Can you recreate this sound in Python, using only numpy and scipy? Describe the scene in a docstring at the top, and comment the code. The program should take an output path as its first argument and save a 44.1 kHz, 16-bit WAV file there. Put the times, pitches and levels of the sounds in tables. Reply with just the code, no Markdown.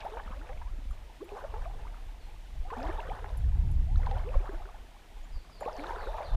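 """Someone wades through a shallow river: each stride churns the water, modelled as swarms of ringing
bubbles and shaped noise, and traps air pockets that gurgle upward in pitch; drops fall back as pings.
Stones knock underfoot and metal tackle ticks as damped modes; a far bird sings mostly falling whistles,
glided sines with tree echoes. Wind buffets the microphone over a river wash, both of filtered noise.
A worn camera adds a faint whine and limits the band."""
import sys
import numpy as np
from scipy import signal
from scipy.fft import rfft, irfft
from scipy.io import wavfile
from scipy.ndimage import uniform_filter1d

SR = 44100
rng = np.random.default_rng(int(sys.argv[2]) if len(sys.argv) > 2 else 0)


def waveform_to_disk(signal):
    """Save audio, clipped to [-1, 1], as 16-bit WAV at the path in sys.argv[1]."""
    frames = np.transpose(np.atleast_2d(signal))
    scaled = np.clip(frames, -1, 1) * 32767
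    samples = np.round(scaled).astype(np.int16)
    wavfile.write(sys.argv[1], SR, samples)


N = 280476
TIME = np.arange(N) / SR


def amp(db):
    """Level to amplitude: 20 dB is a factor of ten."""
    return 10 ** (np.asarray(db) / 20)


def unit(x):
    """Normalization to an rms value of 1."""
    return x / np.sqrt(np.mean(x ** 2) + 1e-20)


def curve(rows, axis=1):
    """Linear interpolation of one column of a control table at every sample."""
    rows = np.asarray(rows)
    return np.interp(TIME, rows[:, 0], rows[:, axis])


def add(mix, s, sound):
    """Superposition: adds a sound to the mix, in place, from s seconds."""
    part = mix[max(round(s * SR), 0):][:len(sound)]
    part += sound[:len(part)]


def colour(x, points):
    """Minimum-phase filtering to a given spectrum: causal, so attacks stay sharp; rms 1."""
    hz, db = np.transpose(points)
    bins = abs(np.fft.fftfreq(16384, 1 / SR))
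    log_gain = np.log(amp(np.interp(np.log(bins + 1), np.log(hz), db)))
    # the Hilbert transform of the log gain supplies the phase
    spectrum = np.exp(signal.hilbert(log_gain).conj())
    taps = np.fft.ifft(spectrum).real
    fade = np.hanning(len(taps))[len(taps) // 2:]
    return unit(signal.oaconvolve(x, taps[:len(fade)] * fade)[:N])


def drift(rate_hz):
    """Random modulation: noise under a Gaussian low-pass of the given rate, rms 1."""
    hz = np.fft.rfftfreq(N, 1 / SR)
    spectrum = rfft(rng.standard_normal(N)) * np.exp(-(hz / rate_hz) ** 2)
    return unit(irfft(spectrum, N))


def ping(hz, t60, rise=0, onset_cycles=2.16):
    """Damped oscillator with a gradual onset; its pitch rises by the share `rise` over t60 seconds."""
    t = np.arange(int(t60 * SR) + 2) / SR
    shape = (1 - np.exp(-t * hz / onset_cycles)) * amp(-60 * t / t60)
    return shape * np.sin(2 * np.pi * hz * t * (1 + rise * t / t60 / 2))


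def swarm(low_hz, high_hz, per_s, cycles, rise, spread_db, count=48):
    """Shot noise of bubbles: many sizes, each born at random moments with random strength; rms 1."""
    out = np.zeros(N)
    for hz in np.geomspace(low_hz, high_hz, count):
        born = rng.random(N) < per_s / count / SR
        strength = amp(spread_db * np.minimum(rng.exponential(1, N)[born], 2.5))
        life, glide = rng.uniform(.6, 1.4, 2)
        clicks = np.zeros(N)
        clicks[born] = strength * hz / low_hz  # evens the power per Hz
        out += signal.oaconvolve(clicks, ping(hz, life * cycles / hz, rise * glide))[:N]
    return unit(out)


def woods(x, t60):
    """Multiple scattering from trees and banks: a sparse random impulse response that decays."""
    t = np.arange(SR) / SR
    tail = rng.standard_normal(SR) * (rng.random(SR) < 1 / 16) * amp(-60 * t / t60)
    return signal.fftconvolve(x, tail / np.linalg.norm(tail))[:N]


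def stir(t, foamy=False):
    """Addition of powers: level in dB at times t of the water, or its foam, stirred by all strides."""
    # strides: start t/s, time to full speed/s, push length/s, level/dB, sag in the push/(dB/s),
    # extra foam level/dB
    strides = [(-.1, 0.063, 0.58, -47, 12.5, 5.5), (1.24, 0.085, 0.6, -47.5, 11, -4),
               (2.66, 0.18, 0.58, -36.5, 19.5, 1), (3.95, 0.1, 0.26, -45, 9, 2),
               (4.32, 0.051, 0.23, -47, 13, 1.5), (5.58, 0.073, 0.14, -45.5, 12, -5),
               (5.73, 0.12, 0.516, -39, 7.5, -5)]
    settle_db_per_s, lapping_db = 51, -60.5  # after the push the water settles to a faint lapping
    power = amp(lapping_db) ** 2
    for start, rise, push, db, sag, foam_db in strides:
        age = np.maximum(t - start, 0)
        fade_db = sag * np.minimum(age, push) + settle_db_per_s * np.maximum(age - push, 0)
        speed = np.minimum(age / rise, 1)
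        power = power + (speed * amp(db + foamy * foam_db - fade_db)) ** 2
    return 10 * np.log10(power)


def chance(per_s, low_hz, high_hz, spread_db, lag=0):
    """Random thinning: small events at stirred-water level; rows of (t/s, level/dB, f/Hz, draw 0-1)."""
    when, keep, strength, size, free = rng.random((1200, 5)).T
    s = when * N / SR
    db = stir(s - lag) + spread_db * (2 * strength - 1)
    hz = low_hz * (high_hz / low_hz) ** size
    kept = keep < per_s * N / SR / len(s)
    return np.transpose([s, db, hz, free])[kept]


def river():
    """Broadband flow noise: the steady far-off wash of the shallows, with a slight ripple in level."""
    # distant riffles and leaves: f/Hz, relative spectral level per Hz/dB
    wash_colour = [(88, -6.5), (150, 3.5), (253, 1), (301, 1.5), (351, -0.5), (418, -4), (461, -10),
                   (762, -5.5), (1120, -11.5), (1240, -13), (2040, -6), (2700, -7.5), (3600, -9),
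                   (4200, -13), (15300, -26)]
    level_db = -61
    ripple_db = .4 * drift(10)
    return colour(rng.standard_normal(N), wash_colour) * amp(level_db + ripple_db)


def eddies(points, steady=1.0):
    """Turbulence as low noise, its chance swells evened by a running power so that the gusts lead."""
    x = colour(rng.standard_normal(N), points)
    power = uniform_filter1d(abs(signal.hilbert(x)) ** 2, size=3000)
    return unit(x / power ** (steady / 2))


def wind(rumble_db=-1, flutter_db=-1, puff_db=1.9):
    """Turbulent pressure on the microphone: slow large eddies and quicker small ones, in puffs."""
    # gusts, before the gains above: t/s, rumble level/dB, flutter level/dB
    gust_levels = [(0.0, -49.5, -58), (0.16, -41, -55), (0.6, -37, -47.5), (0.77, -31.5, -53),
                   (0.83, -41, -61), (0.9, -31, -46), (0.99, -40, -69), (1.22, -54.5, -65),
                   (1.63, -34.5, -46), (2.39, -43.5, -62.5), (2.57, -43, -47.5), (2.6, -29, -66),
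                   (2.76, -43, -48), (2.92, -30.5, -42.5), (3.27, -43, -48.5), (3.32, -35, -38),
                   (3.45, -28.5, -27.5), (3.53, -32, -35.5), (3.66, -23.5, -25.5), (3.73, -29.5, -28),
                   (3.8, -23.5, -25.5), (3.86, -35, -33), (3.94, -19.5, -27.5), (4.1, -27.5, -34),
                   (4.24, -30, -37.5), (4.3, -33, -33), (4.37, -21.5, -45), (4.44, -40.5, -51),
                   (4.57, -30, -48), (4.63, -41.5, -67), (5.1, -54.5, -62), (5.21, -38.5, -81),
                   (5.3, -47.5, -60), (5.35, -27, -44), (5.45, -54.5, -60), (6.11, -34.5, -57),
                   (6.25, -48, -49), (6.36, -20, -36)]
    # large eddies: f/Hz, relative spectral level per Hz/dB
    rumble_colour = [(10, -21.5), (22, 4.5), (38, 5.5), (52, -5), (66, -13), (100, -22.5), (200, -63),
                     (1000, -120)]
    # small eddies: f/Hz, relative spectral level per Hz/dB
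    flutter_colour = [(35, -33), (64, 5.5), (80, -4), (110, -11.5), (150, -18.5), (200, -27.5), (300, -37),
                      (600, -59), (3000, -110)]
    rumble = eddies(rumble_colour) * amp(curve(gust_levels, axis=1) + rumble_db)
    flutter = eddies(flutter_colour) * amp(curve(gust_levels, axis=2) + flutter_db)
    return (rumble + flutter) * amp(puff_db * drift(13.0))


def bird(gain_db=-1):
    """Frequency-modulated tones: slurred whistles; the farther ones quaver more and echo off the trees."""
    # whistles: t/s, length/s, first f/Hz, last f/Hz, level before the gain/dB, share as echo 0-1
    whistles = [(2.195, .075, 4650, 4100, -64, .45), (5.228, .028, 6300, 7400, -64, .15),
                (5.315, .08, 5450, 4200, -59.5, .8), (5.495, .115, 5450, 4100, -59.5, .72),
                (5.718, .125, 5300, 3600, -56.5, .72), (5.97, .14, 4850, 3450, -55, .76),
                (6.222, .1, 5000, 3400, -53.5, .72)]
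    direct, scattered = np.zeros(N), np.zeros(N)
    waver = .043 * drift(300)
    for s, length, first_hz, last_hz, db, far in whistles:
        u = np.linspace(0, 1, int(length * SR))
        quaver = 1 + far * np.interp(s + u * length, TIME, waver)
        hz = (first_hz + (last_hz - first_hz) * u ** (2 / 3)) * quaver
        shape = np.sqrt(abs(np.sin(np.pi * u ** 1.1)))
        note = amp(db + gain_db) * shape * np.sin(2 * np.pi * np.cumsum(hz) / SR)
        # direct and scattered shares divide the power
        add(direct, s, np.sqrt(1 - far) * note)
        add(scattered, s, np.sqrt(far) * note)
    return direct + woods(scattered, t60=.6)


def tackle(gain_db=-7.0, scrape_db=-4, scrape_t60=0.044):
    """Modal excitation: small metal parts scrape and ring, most in modes near the contact's pitch."""
    # ticks: t/s, level before the gains/dB, f that the contact excites most/Hz
    ticks = [(0.905, -56, 8000), (1.241, -55, 14400), (2.779, -65, 14000), (3.37, -46.5, 10900),
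             (3.712, -53, 11000), (5.603, -48.5, 7100)]
    # modes of the metal: f/Hz, relative level/dB, t60/s
    modes = [(7120, 0, .15), (10250, -7, .04), (10420, -3, .05), (11280, -14, .05), (12390, -7, .12),
             (13620, -9, .09), (14300, -7, .08)]
    out, t = np.zeros(N), np.arange(SR // 8) / SR
    rasp = signal.butter(1, [9700, 11000], "band", fs=SR, output="sos")
    for s, db, contact_hz in ticks:
        for hz, mode_db, t60 in modes:
            aside_db = -13 * min(abs(hz - contact_hz) / 4500, 1)
            add(out, s, amp(db + gain_db + mode_db + aside_db) * ping(hz, t60, onset_cycles=29))
        noise = unit(signal.sosfilt(rasp, rng.standard_normal(len(t))))
        scrape = noise * (1 - np.exp(-t / 0.0029))
        add(out, s, amp(db + scrape_db - 60 * t / scrape_t60) * scrape)
    return out


def trickle(gain_db=-70):
    """Bubble resonance in steady flow: the current burbles over stones nearby, all the time."""
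    bubbles = swarm(420, 2600, per_s=90, cycles=24, rise=.25, spread_db=3.5)
    return amp(gain_db) * colour(bubbles, [(300, -3), (900, 0.5), (3000, -9.5), (8000, -36)])


def knocks(gain_db=0, t60=0.029):
    """Damped impact: stones shift underfoot and the water muffles them to a short low ring."""
    # dull knocks of the boots on the riverbed: t/s, level/dB, f/Hz
    stones = [(0.259, -36, 210), (0.306, -33.5, 204), (.735, -42.5, 350), (0.786, -36.5, 254),
              (0.852, -37.5, 240), (0.894, -45, 148), (1.747, -42, 246), (3.13, -35.5, 218)]
    out = np.zeros(N)
    for s, db, hz in stones:
        add(out, s, amp(db + gain_db) * ping(hz, t60, onset_cycles=0.56))
    return out


def splashes(gain_db=-6, t60=0.05, width=1.37):
    """Impact noise: a lip of water slaps down in a short, decaying burst of band-passed hiss."""
    # small sharp splashes: t/s, level before the gain/dB, centre f/Hz
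    slaps = [(.004, -41.5, 3000), (.138, -50, 900), (0.489, -38.5, 1460), (.618, -43.5, 1300),
             (1.317, -37, 600), (1.363, -45, 850), (1.438, -36.5, 700), (1.54, -36, 930), (1.564, -35, 700),
             (2.704, -39.5, 1700), (2.768, -39, 800), (3.242, -39, 1250), (4.062, -45.5, 3000),
             (4.11, -44.5, 2920), (4.169, -40, 850), (4.343, -31, 850), (4.491, -46, 1500),
             (5.608, -31, 910), (5.838, -37, 1500), (6.179, -32, 980)]
    out, t = np.zeros(N), np.arange(SR // 16) / SR
    for s, db, hz in slaps:
        band = signal.butter(2, [hz / width, hz * width], "band", fs=SR, output="sos")
        hiss = unit(signal.sosfilt(band, rng.standard_normal(len(t))))
        add(out, s, amp(db + gain_db - 60 * t / t60) * hiss)
    return out


def flurries(gain_db=0, per_s=900, spread_oct=0.355, cycles=24, rise=0.29):
    """Bubble-cloud noise: a folding wavelet sheds a dense cloud, smaller and mostly higher as it closes."""
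    # folding wavelets: t/s, length/s, level/dB, first centre f/Hz, last centre f/Hz
    folds = [(.165, .045, -45.5, 704, 1160), (0.299, .05, -52, 850, 1150), (1.371, .055, -51, 810, 1300),
             (1.434, .03, -52.5, 890, 1260), (2.834, .09, -45, 850, 1160), (3.113, .08, -52, 840, 1100),
             (4.429, .065, -49, 670, 1300), (5.68, .025, -46.5, 786, 1100), (5.931, .12, -51.5, 1150, 1345),
             (6.18, .055, -44.5, 853, 970), (6.278, .08, -52.5, 1000, 1140)]
    out = np.zeros(N)
    for s, length, db, first_hz, last_hz in folds:
        cloud, count = np.zeros(SR // 4), max(int(per_s * length), 2)
        size, strength = rng.standard_normal((2, 600))
        for u, octaves, push in zip(rng.random(600)[:count], size, strength):
            hz = first_hz * (last_hz / first_hz) ** u * 2 ** (spread_oct * octaves)
            bubble = ping(hz, cycles / hz, rise)
            add(cloud, u * length, push * np.sqrt(np.sin(np.pi * u)) * bubble)
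        # the level is the rms over the flurry's length, not over the whole buffer
        add(out, s, amp(db + gain_db) * unit(cloud) * np.sqrt(length * SR / len(cloud)))
    return out


def foam(gain_db=-14.0, clump_db=2):
    """Resonance of fine bubbles that burst in the wake of each leg, in quick clumps."""
    # colour of the fine bubbles: f/Hz, relative spectral level per Hz/dB
    foam_colour = [(500, -47), (900, -15), (1300, -1), (1800, -3), (2500, -9.5), (3500, -15), (6000, -49),
                   (12000, -42)]
    bubbles = swarm(1000, 4500, per_s=330, cycles=40, rise=.25, spread_db=3.5)
    level_db = stir(TIME, foamy=True) + gain_db + clump_db * drift(32)
    return colour(bubbles, foam_colour) * amp(level_db)


def drops(gain_db=0, rise=0.068):
    """Entrained-bubble resonance: each drop traps one tiny bubble, near by or pattering after a stride."""
    # drops that land close by: t/s, level/dB, f/Hz
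    near_drops = [(.1251, -39, 3510), (0.171, -28, 1510), (.2374, -41, 3710), (0.199, -26, 1650),
                  (.2733, -36, 2840), (.277, -27.5, 1210), (0.328, -40, 1431), (.414, -31, 1430),
                  (0.471, -36, 2430), (0.53, -35, 2030), (0.575, -34.5, 2308), (0.6179, -34, 1760),
                  (.91, -35, 1190), (1.291, -32.5, 2450), (1.402, -41, 1530), (1.54, -39, 1280),
                  (1.65, -35, 2310), (1.656, -27, 1140), (1.836, -36, 1950), (1.869, -31, 1180),
                  (1.878, -36, 2100), (1.944, -32.5, 1280), (1.97, -39, 1270), (2.738, -26, 1420),
                  (2.805, -27, 1340), (2.827, -38, 3630), (2.83, -29, 4970), (2.996, -30, 1600),
                  (3.003, -25.5, 2680), (3.03, -28, 1390), (3.057, -37, 2100), (3.083, -38, 1540),
                  (3.118, -31, 1160), (3.149, -27, 1070), (3.243, -38, 1600), (3.26, -32.5, 2000),
                  (3.292, -35, 3650), (3.9597, -32, 3830), (3.9805, -36, 5745), (3.957, -30.5, 1300),
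                  (4.03, -31, 1390), (4.033, -33, 1930), (4.064, -29, 1580), (4.1125, -33, 1890),
                  (4.2894, -31.5, 2560), (4.477, -31, 1200), (4.492, -27, 1587), (4.547, -34, 1540),
                  (4.655, -31, 1410), (4.6887, -31.5, 1160), (5.449, -40, 1090), (5.497, -38, 1150),
                  (5.632, -28.5, 1940), (5.6536, -30, 2460), (5.663, -36, 3850), (5.73, -33, 5200),
                  (5.7665, -33, 5760), (5.795, -25.5, 2220), (5.8684, -28, 3680), (5.843, -23, 1380),
                  (5.894, -27, 1520), (5.961, -25, 1430), (6.0093, -28, 1720), (6.038, -24.5, 1120),
                  (6.071, -24.5, 1370), (6.181, -28, 1090), (6.186, -38, 3420), (6.23, -34, 2200),
                  (6.2297, -36, 3470)]
    ring_cycles = 15.1  # a near drop rings for this many cycles, whatever its size
    drip_db, low_hz, high_hz = 3, 976, 3900  # lesser drops: level over the stirred water, pitch range
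    fall_s = 0.1  # time in the air after the leg has passed
    out = np.zeros(N)
    for s, db, hz in near_drops:
        add(out, s, amp(db + gain_db) * ping(hz, ring_cycles / hz, rise))
    for s, db, hz, free in chance(65, low_hz, high_hz, spread_db=6.5, lag=fall_s):
        strength = amp(db + drip_db) * low_hz / hz  # smaller drops are weaker
        add(out, s, strength * ping(hz, ring_cycles * (1 + free) / hz, rise))
    return out


def churn(bubble_db=-4.0, spray_db=-18.0, wash_db=-9.5, clump_db=2, spray_growth=0.84, wash_growth=1.18):
    """Bubble and turbulence noise of stirred water: small bubbles, crackling spray, soft wash, in clumps."""
    # colour of the stirred water: f/Hz, relative spectral level per Hz/dB
    slosh_colour = [(150, -18), (260, -31.5), (420, -1), (600, 1.5), (850, 3.5), (1150, -8), (1600, -13),
                    (2300, -25), (3500, -24), (5500, -30), (8000, -39), (15000, -44)]
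    # colour of the spray: f/Hz, relative spectral level per Hz/dB
    spray_colour = [(150, -16), (420, -6), (850, 12), (1600, -13), (2300, -26.5), (3500, -27), (5500, -30),
                    (8000, -37.5), (15000, -41)]
    stir_db = stir(TIME)
    top_db = stir_db.max()
    bubbles = swarm(300, 3600, per_s=900, cycles=40, rise=.4, spread_db=3.2, count=64)
    spray = swarm(1500, 12500, per_s=1500, cycles=22, rise=.2, spread_db=4.0)
    body = colour(bubbles, slosh_colour) * amp(bubble_db + stir_db)
    # below the hardest stroke the wash falls faster than the bubbles, the spray more slowly
    wash_level_db = wash_db + top_db + wash_growth * (stir_db - top_db)
    wash = colour(rng.standard_normal(N), slosh_colour) * amp(wash_level_db)
    spray_level_db = spray_db + top_db + spray_growth * (stir_db - top_db)
    thrown = colour(spray, spray_colour) * amp(spray_level_db)
    return (body + wash + thrown) * amp(clump_db * drift(23))


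def gulps(gain_db=0, wobble=0.029, flutter_db=1.38, pinch=0.15, pinch_s=0.0041):
    """Volume resonance of trapped air: pockets ring higher and higher as they near the surface."""
    # largest pockets, before waver, pinch and flutter: t/s, level/dB, first f/Hz, length/s,
    # share of the length spent swelling
    pockets = [(.049, -29.5, 655, 0.029, 0.56), (.05, -37, 556, 0.012, 0.069),
               (0.121, -39.5, 407.7, 0.095, 0.063), (0.138, -39, 780, 0.012, .05),
               (0.17, -33, 860, 0.018, 0.032), (0.326, -41, 930, 0.013, 0.15),
               (0.36, -43.5, 485, 0.032, 0.45), (0.379, -51, 250, 0.094, 0.24),
               (0.468, -46, 526, .018, 0.54), (.494, -42.5, 473, 0.043, 0.1),
               (0.518, -45.5, 569, 0.045, 0.045), (0.493, -43, 742, 0.042, .04),
               (0.615, -40, 850, 0.016, .04), (0.644, -52, 860, 0.067, 0.38),
               (1.098, -52, 833, 0.021, 0.16), (1.202, -33.5, 273, 0.034, 0.84),
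               (1.205, -49.5, 1030, 0.019, 0.41), (1.23, -48, 312, 0.15, 0.19),
               (1.319, -35.5, 386, 0.062, 0.045), (1.368, -34.5, 725, 0.0086, 0.079),
               (1.422, -38, 407.2, 0.042, 0.69), (1.439, -36, 495, 0.018, 0.089),
               (1.537, -41, 426, 0.087, 0.07), (1.54, -37.5, 837, 0.018, 0.058),
               (1.559, -36, 816, 0.012, 0.062), (1.575, -51, 963, 0.039, .4),
               (1.652, -39, 598, 0.042, 0.31), (1.698, -43.5, 744, 0.019, 0.15),
               (1.851, -42, 854, 0.01, 0.39), (2.28, -52, 742, 0.034, 0.3), (2.65, -43.5, 694, 0.046, 0.23),
               (2.702, -37.5, 1024, 0.054, 0.036), (2.718, -36.5, 413, 0.04, 0.069),
               (2.722, -33.5, 666, 0.019, 0.68), (2.766, -37.5, 750, 0.024, 0.12),
               (2.768, -40, 227.4, 0.25, 0.08), (2.815, -35, 527, 0.024, 0.22),
               (2.825, -37, 708, 0.018, 0.066), (2.882, -31.5, 258, 0.029, 0.68),
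               (2.957, -35, 770, 0.0072, 0.22), (2.981, -33, 795, 0.028, 0.4),
               (2.987, -45, 378, 0.032, 0.26), (3.089, -32, 490, 0.016, 0.035),
               (3.098, -33, 610, 0.027, 0.73), (3.216, -44, 405, 0.036, 0.41),
               (3.244, -32.5, 750, 0.0068, 0.043), (3.248, -49, 376, .05, .05),
               (3.262, -42, 770, 0.021, 0.09), (3.87, -50, 650, 0.099, 0.23), (3.99, -41, 686, 0.022, 0.43),
               (4.027, -47.5, 450, 0.046, 0.32), (4.069, -29, 900, 0.01, 0.15),
               (4.07, -37, 752, 0.029, 0.037), (4.112, -34, 750, 0.041, 0.035),
               (4.113, -41.5, 477.6, 0.13, 0.043), (4.165, -43, 673, 0.039, .05),
               (4.245, -36, 360, 0.083, 0.54), (4.341, -34.5, 994, 0.013, 0.089),
               (4.355, -31.5, 512, 0.018, 0.19), (4.403, -41, 370, 0.022, .15),
               (4.422, -44.5, 429, 0.036, 0.51), (4.492, -35, 370, 0.023, 0.049),
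               (4.505, -48, 575, 0.023, 0.54), (4.529, -43, 307, 0.054, .05),
               (4.597, -43, 776, 0.016, 0.17), (4.606, -46.5, 653, 0.028, 0.3),
               (4.653, -48, 352, 0.034, 0.18), (4.742, -44, 760, 0.015, 0.35),
               (5.611, -29.5, 445, 0.018, 0.82), (5.613, -39.5, 414, 0.018, 0.088),
               (5.619, -33, 716, 0.016, 0.62), (5.657, -37, 1005, 0.035, 0.15),
               (5.635, -39.5, 561, 0.066, 0.049), (5.661, -26, 455, 0.018, 0.089),
               (5.671, -29, 617, 0.017, 0.66), (5.685, -29, 588, 0.021, 0.087),
               (5.73, -42.5, 470, 0.019, .1), (5.785, -40.5, 268, 0.17, 0.023),
               (5.894, -33.5, 832, 0.021, 0.044), (5.907, -32.5, 820, 0.0078, 0.34),
               (5.933, -38, 460, 0.016, 0.28), (5.996, -38.5, 620, 0.025, 0.55),
               (6.061, -32.5, 429, 0.048, 0.51), (6.141, -35.5, 790, 0.028, 0.06),
               (6.143, -35.5, 540, .025, 0.23), (6.205, -36.5, 556, 0.07, 0.022)]
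    # the pitch climbs as long as a pocket rings, and further if it swells toward the surface
    climb_oct_per_s, swell_oct = 6.0, 0.806
    # lesser pockets come by chance: level over the stirred water, typical length
    lesser_db, lesser_s = -1, 0.017
    out, waver, shake = np.zeros(N), wobble * drift(66), amp(flutter_db * drift(187))
    lesser = [(s, db + lesser_db, hz, lesser_s * (.5 + free), (1 - free) ** 2 / 2)
              for s, db, hz, free in chance(44, 338, 1103, spread_db=2.5)]
    for s, db, first_hz, length, swell in [*pockets, *lesser]:
        u = np.linspace(0, 1, int(length * SR))
        swell = np.clip(swell, .02, .9)
        octaves = climb_oct_per_s * length + swell_oct * swell
        hz = first_hz * 2 ** (octaves * u ** 1.144)
        hz = hz * (1 + np.interp(s + u * length, TIME, waver))
        # a pocket that pinches off at once starts with a jump, one that swells starts softly
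        jump = .85 * (1 - swell) ** 2
        # and it rings sharp until its neck has closed
        hz = hz * (1 + pinch * jump * np.exp(-u * length / pinch_s))
        swelling = jump + (1 - jump) * u / swell
        dying = ((1 - u) / (1 - swell)) ** 1.14
        shape = np.minimum(swelling, dying)
        add(out, s, amp(db + gain_db) * shape * np.sin(2 * np.pi * np.cumsum(hz) / SR))
    return out * shake


def scene():
    """Superposition: water at the legs, its faint echo from the banks, and the open air around."""
    water = gulps() + churn() + foam() + trickle() + drops() + flurries() + splashes() + knocks()
    echo = amp(-15.5) * woods(water, t60=0.21)
    return (water + echo + tackle() + bird() + wind() + river())[None]


def record(dry):
    """Band limitation: the camera adds a faint whine and a low-pass; the sound ends softly."""
    # faint electronic tones: f/Hz, rms level/dB
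    tones = [(7128, -94), (8631, -89)]
    edge_hz = 15350
    whine = sum(amp(db) * np.sqrt(2) * np.sin(2 * np.pi * hz * TIME) for hz, db in tones)
    low_pass = signal.firwin(1023, edge_hz, window=("kaiser", 9), fs=SR)
    ending = np.minimum((TIME[-1] - TIME) / .008, 1)
    return signal.oaconvolve((dry + whine) * ending, low_pass[None], "same")


dry = scene()
out = record(dry)
waveform_to_disk(out)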